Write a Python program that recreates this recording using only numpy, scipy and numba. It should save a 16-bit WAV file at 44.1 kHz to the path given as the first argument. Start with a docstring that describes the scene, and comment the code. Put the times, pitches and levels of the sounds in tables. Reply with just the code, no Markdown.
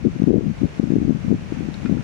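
"""Clothing sticks and slips against the left of two clip-on microphones in runs of dull thumps, as arms
handle a small organza bag; the right one gets a few softer bumps. Slips are short wave packets with a mount
ring, over denser muffled rubbing. A trinket's clicks are cracks plus decaying modes with a room tail.
Behind lie filtered-noise room hiss and sparse-impulse organza crackle; a gain control ducks it all a little."""
import sys
import numpy as np
from scipy import signal
from scipy.fft import rfft, irfft
from scipy.io import wavfile
from scipy.ndimage import uniform_filter1d, minimum_filter1d
from numba import njit

SR = 44100
rng = np.random.default_rng(int(sys.argv[2]) if len(sys.argv) > 2 else 0)


def pcm_store(signal):
    """Save signal as 16-bit PCM."""
    levels = np.round(np.clip(np.atleast_2d(signal), -1, 1) * 32767)
    wavfile.write(sys.argv[1], SR, levels.astype(np.int16).T)


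N = 89787

# Cloth slips, left microphone: [t/s, relative level/dB, f/Hz]
LEFT_SLIPS = [(0.051, -9.5, 245), (0.062, -10, 266), (0.071, 0.6, 222.6), (0.079, -8, 196),
              (0.164, -14.5, 228.3), (0.201, -7, 192), (0.222, -1.5, 231), (0.24, -2, 188),
              (0.275, -1.3, 234), (0.282, -0.7, 263), (0.29, -4.5, 267), (0.298, -7, 235), (0.307, 3, 304),
              (0.317, -6.5, 292.7), (0.343, 1.8, 280), (0.354, -5, 247), (0.36, -2, 264), (0.369, -5, 285),
              (0.383, -6.5, 218), (0.434, -10.5, 218), (0.443, -12, 246), (0.469, -7.5, 173),
              (0.484, -6.5, 180), (0.502, -10, 187), (0.515, -11, 169), (0.619, -5.5, 226),
              (0.634, -7, 245), (0.643, -6.5, 203), (0.655, -7, 182.4), (0.799, 1, 233), (0.832, -11, 285),
              (0.841, -4.9, 200), (0.874, -12.5, 203), (0.905, -4, 227), (0.923, -4.4, 265),
              (0.938, -4, 240), (0.958, -3.5, 241), (0.965, -3.5, 281), (0.985, -6.5, 253),
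              (1.018, -7.5, 226), (1.028, -9, 227), (1.052, -9.5, 198.7), (1.074, -12, 208),
              (1.081, -5.5, 237.6), (1.096, -2, 214), (1.108, -1.9, 222), (1.122, -13, 212),
              (1.151, -10.5, 166), (1.159, -11.5, 177), (1.25, -10.0, 197), (1.283, -8.5, 166),
              (1.307, -6, 241), (1.316, -1.5, 208), (1.327, -3.3, 287.3), (1.344, -7, 213),
              (1.351, -10, 187), (1.524, -9.5, 256), (1.608, -14.5, 285), (1.655, -17, 213),
              (1.688, -12, 244), (1.853, -13, 209), (1.862, -13.5, 237.6), (1.897, -7.5, 253),
              (1.915, -8, 229), (1.926, -5.5, 191.7), (1.937, -10.5, 210), (1.95, -14.5, 194),
              (1.971, -8.5, 225.6), (2.008, -16.5, 170)]
# Cloth bumps, right microphone: [t/s, relative level/dB, f/Hz]
RIGHT_BUMPS = [(.1375, -26.5, 147), (.495, -20.5, 142), (.9754, -9, 163), (1.2682, -18, 163),
               (1.3512, -15.5, 165), (1.363, -15, 139)]
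SLIP_GAIN_DB, BUMP_GAIN_DB = 1, -1.5
SLIP_SIGMA_CYCLES = 0.45
# Edge of the hardest slips; growth is extra dB per dB of slip level below 0
SNAP_HZ, SNAP_DB, SNAP_GROWTH = 492, -19.5, 1
# Ring of the microphone's clip and cable: [nominal f/Hz, level/dB, t60/s]
MOUNT_MODES = [(171.3, -27, 0.037), (233, -45.5, 0.088), (370, -18, 0.026)]

# Cloth rubbing effort, left: [t/s, level/dB]
LEFT_EFFORT = [(0, -37), (.06, -11), (.125, -30), (.16, -22), (.19, -32), (.255, -24.5), (.29, -14.5),
               (.37, -12.5), (.41, -21.5), (.45, -21.5), (.5, -22.5), (.55, -34), (.6, -30), (.65, -13),
               (.685, -40), (.78, -40.5), (.82, -24.5), (.97, -23.5), (1.12, -20.5), (1.2, -27.5),
               (1.25, -26), (1.34, -20), (1.38, -30.5), (1.49, -30), (1.6, -25.5), (1.76, -31.5),
               (1.83, -28), (1.92, -21.5), (2.0, -22.5), (2.036, -47)]
# Cloth rubbing effort, right: [t/s, level/dB]
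RIGHT_EFFORT = [(0, -52.5), (.08, -47.5), (.14, -30), (.2, -50.5), (.37, -53), (.44, -33.5), (.55, -45),
                (.7, -36.5), (.76, -59), (.92, -47), (.97, -31), (1.05, -32.5), (1.17, -57), (1.33, -34),
                (1.42, -36), (1.52, -50), (1.66, -53), (1.8, -55), (1.96, -48)]
RUB_MEDIAN_GAP_S, RUB_SCATTER_DB, RUB_SPREAD_OCTAVES = 1 / 260, 4.5, 0.57
RUB_LEFT_HZ, RUB_RIGHT_HZ, RUB_LEFT_GAIN_DB, RUB_RIGHT_GAIN_DB = 181.4, 147, 0.5, -0.5
RUB_REF_DB, RUB_OCTAVES_PER_DB = -29.5, 0.0679  # harder rubbing is brighter
CLOTH_CUT_RATIO = 1.56  # muffling cutoff / nominal pitch
TUG_HZ, TUG_LEFT_GAIN_DB, TUG_RIGHT_GAIN_DB = 74.7, -9.5, -3  # tugs on the cable

# Trinket's bright tick: [t/s, level/dB]
TICK_HITS = [(1.741, -30.5)]
# Tick modes: [f/Hz, level/dB, t60/s]
TICK_MODES = [(3780, -9, .03), (3800, -9, 0.03), (4060, -2.5, 0.017), (4380, -12, .05), (5270, -10, 0.017)]
# Trinket's duller clacks: [t/s, level/dB]
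CLACK_HITS = [(1.857, -31), (1.977, -42.5), (2.007, -40.5)]
# Clack modes: [f/Hz, level/dB, t60/s]
CLACK_MODES = [(1320, -8, 0.033), (1393, 1.5, 0.037), (1724, -4.5, 0.038), (2190, -9, .025),
               (2464, -4, 0.044), (3730, -18, .03)]
TICK_RIGHT_DB, CLACK_RIGHT_DB = -12, -4.5  # relative to left
CRACK_DECAY_S, CRACK_DB = 0.00115, 3
CONTACT_RAMP_S = 0.00072  # fingers soften the contacts
ROOM_T60_S, ROOM_DB = 0.15, -5

# Organza crackle spectrum: [f/Hz, relative level/dB per Hz]
ORGANZA_SPECTRUM = [(500, -34), (1400, -11), (2600, 10), (4000, -5), (6200, -12.5), (9000, -14),
                    (15000, -44.5)]
ORGANZA_DB, ORGANZA_PER_S, ORGANZA_RIGHT_DB = -58, 300, -15

# Room hiss spectra: [f/Hz, left relative level/dB per Hz, right relative level/dB per Hz]
HISS_SPECTRA = [(20, -17.5, 0), (59.7, 3.5, 5), (154, 17.5, 3), (363, 6.5, 2), (726, -1, -1),
                (1130, -5, -6.5), (1560, -3.5, -8), (2070, -8.5, -5.5), (2361, -6, -6.5),
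                (3390, -14.5, -14.5), (4430, -14.5, -20.5), (5030, -17, -21), (6100, -14.5, -22),
                (7390, -20.5, -36.5), (8800, -29, -30), (10334, -30.5, -32), (12700, -42.5, -44),
                (15500, -44.5, -42.5)]
HISS_LEFT_DB, HISS_RIGHT_DB, HISS_FLICKER_DB = -35.5, -41, -0.5

AGC_KNEE, AGC_SLOPE, AGC_ATTACK_S, AGC_RELEASE_S = 0.42, 0.59, 0.008, 0.21
LIMIT_PEAK, TOP_HZ = 0.91, 15700


def undb(db):
    """Decibels to amplitude gain."""
    return 10 ** (np.asarray(db) / 20)


def unit(x):
    """Scale to rms 1."""
    return x / np.sqrt(np.mean(x ** 2) + 1e-18)


def add(out, at_s, sound):
    """Mix a sound in at a given time, trimmed to the scene."""
    start = int(round(at_s * SR))
    lo, hi = max(start, 0), min(start + len(sound), N)
    if hi > lo:
        out[lo:hi] += sound[lo - start:hi - start]


def colour(x, hz, db):
    """Filter by a spectrum interpolated on a log-frequency axis."""
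    f = np.maximum(np.arange(N // 2 + 1) * SR / N, 1)
    gain = undb(np.interp(np.log(f), np.log(hz), db))
    return irfft(rfft(x) * gain, N)


def walk(rate_hz):
    """Smooth random wander, trimmed to the scene and scaled to rms 1."""
    k = int(SR / rate_hz)
    steps = np.repeat(rng.standard_normal(N // k + 1), k)
    return unit(uniform_filter1d(steps, k)[:N])


def shake(t, hz):
    """Capsule displaced to and fro: Gaussian wave packet centred on t = 0."""
    return -np.cos(2 * np.pi * hz * t) * np.exp(-0.5 * (hz * t / SLIP_SIGMA_CYCLES) ** 2)


def ring(modes, t, stretch=1):
    """Exponentially decaying modes struck at t = 0; stretch scales their frequencies."""
    t = np.maximum(t, 0)
    return sum(undb(db) * np.sin(2 * np.pi * hz * stretch * t) * np.exp(-np.log(1000) * t / t60)
               for hz, db, t60 in modes)


def thumps(rows, snap_db=-60):
    """Each slip shakes the capsule about two cycles, hard ones with more snap; the mount rings after."""
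    out = np.zeros(N)
    lead_s = 1 / 20
    t = np.arange(SR // 8) / SR - lead_s
    detunes = rng.standard_normal(len(rows))
    for (at_s, db, hz), detune in zip(rows, detunes):
        snap = undb(snap_db + min(db, 0) * SNAP_GROWTH) * shake(t, SNAP_HZ)
        mount = ring(MOUNT_MODES, t, np.exp(0.15 * detune))
        add(out, at_s - lead_s, undb(db) * (shake(t, hz) + snap + mount))
    return out


def rubbing(effort, hz, count=900):
    """Dense small slips, muffled by the cloth, louder and brighter with the effort of the arms."""
    effort_s, effort_db = np.array(effort).T
    gap, size, pitch = rng.standard_normal((count, 3)).T
    times_s = np.cumsum(np.exp(0.6 * gap)) * RUB_MEDIAN_GAP_S
    brightness = RUB_OCTAVES_PER_DB * (np.interp(times_s, effort_s, effort_db) - RUB_REF_DB)
    octaves = RUB_SPREAD_OCTAVES * np.tanh(pitch) + brightness
    rows = np.column_stack([times_s, RUB_SCATTER_DB * size, hz * 2 ** octaves])
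    cloth = signal.butter(3, [36, hz * CLOTH_CUT_RATIO], "band", fs=SR, output="sos")
    slips = signal.sosfilt(cloth, thumps(rows[times_s < N / SR]))
    # level out over 1300 samples, then impose the effort curve
    power = np.abs(uniform_filter1d(slips ** 2, size=1300))
    steady = slips / np.sqrt(power + 1e-6)
    return steady * undb(np.interp(np.arange(N) / SR, effort_s, effort_db))


def clicks(rows, modes, right_db):
    """Trinket contacts: a short noise crack and ringing modes, with a diffuse tail from the room."""
    out = np.zeros((2, N))
    t = np.arange(SR // 4) / SR
    hz = np.array(modes)[:, 0]
    band = signal.butter(2, [hz.min() * 0.3, hz.max()], "band", fs=SR, output="sos")
    for at_s, db in rows:
        for side, side_db in zip(out, (0, right_db)):
            crack, tail = rng.standard_normal((2, len(t)))
            crack = signal.sosfilt(band, crack) * np.exp(-t / CRACK_DECAY_S)
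            hit = ring(modes, t) + undb(CRACK_DB) * crack
            hit = hit * np.minimum(t / CONTACT_RAMP_S, 1)
            tail = tail * undb(-60 * t / ROOM_T60_S)
            wet = signal.fftconvolve(hit, tail / np.linalg.norm(tail))[:len(t)]
            add(side, at_s, undb(db + side_db) * (hit + undb(ROOM_DB) * wet))
    return out


def organza():
    """Stiff mesh crackle: sparse random impulses, coloured; right is fainter and 5 ms later."""
    when, size = rng.random(N), rng.standard_normal(N)
    impulses = (when < ORGANZA_PER_S / SR) * size
    crackle = unit(colour(impulses, *np.array(ORGANZA_SPECTRUM).T)) * undb(ORGANZA_DB)
    return np.array([crackle, undb(ORGANZA_RIGHT_DB) * np.roll(crackle, SR // 200)])


def room():
    """Coloured hiss, independent at the two microphones, its level wandering slightly."""
    hz, left, right = np.array(HISS_SPECTRA).T
    sides = []
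    for shape, db in ((left, HISS_LEFT_DB), (right, HISS_RIGHT_DB)):
        hiss = unit(colour(rng.standard_normal(N), hz, shape))
        sides.append(hiss * undb(db + HISS_FLICKER_DB * walk(23)))
    return np.array(sides)


@njit
def follow(x, attack, release):
    """One-pole level follower, quick up and slow down, from a quarter of the peak."""
    out, level = np.empty(len(x)), x.max() / 4
    for i in range(len(x)):
        level += (x[i] - level) * (attack if x[i] > level else release)
        out[i] = level
    return out


def scene():
    """Cloth on each microphone, the trinket, the bag and the room."""
    air = room() + organza()
    trinket = (clicks(TICK_HITS, TICK_MODES, TICK_RIGHT_DB)
               + clicks(CLACK_HITS, CLACK_MODES, CLACK_RIGHT_DB))
    left = undb(SLIP_GAIN_DB) * thumps(LEFT_SLIPS, snap_db=SNAP_DB)
    left += undb(RUB_LEFT_GAIN_DB) * rubbing(LEFT_EFFORT, RUB_LEFT_HZ)
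    left += undb(TUG_LEFT_GAIN_DB) * rubbing(LEFT_EFFORT, TUG_HZ)
    right = undb(BUMP_GAIN_DB) * thumps(RIGHT_BUMPS)
    right += undb(RUB_RIGHT_GAIN_DB) * rubbing(RIGHT_EFFORT, RUB_RIGHT_HZ)
    right += undb(TUG_RIGHT_GAIN_DB) * rubbing(RIGHT_EFFORT, TUG_HZ)
    return np.array([left, right]) + trinket + air


def record(dry):
    """Shared gain control ducks after loud thumps, a limiter catches peaks, a low-pass cuts the top."""
    loudest = np.abs(dry).max(axis=0)
    level = follow(loudest, 1 / (AGC_ATTACK_S * SR), 1 / (AGC_RELEASE_S * SR))
    gain = (0.5 + (level / AGC_KNEE) ** 2) ** (-AGC_SLOPE / 2)
    headroom = 1 / np.maximum(np.abs(dry * gain).max(axis=0) / LIMIT_PEAK, 1)
    gain = gain * uniform_filter1d(minimum_filter1d(headroom, size=441), size=441)
    low_pass = signal.ellip(8, 0.2, 70, TOP_HZ, fs=SR, output="sos")
    return signal.sosfilt(low_pass, dry * gain)


dry = scene()
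out = record(dry)
pcm_store(out)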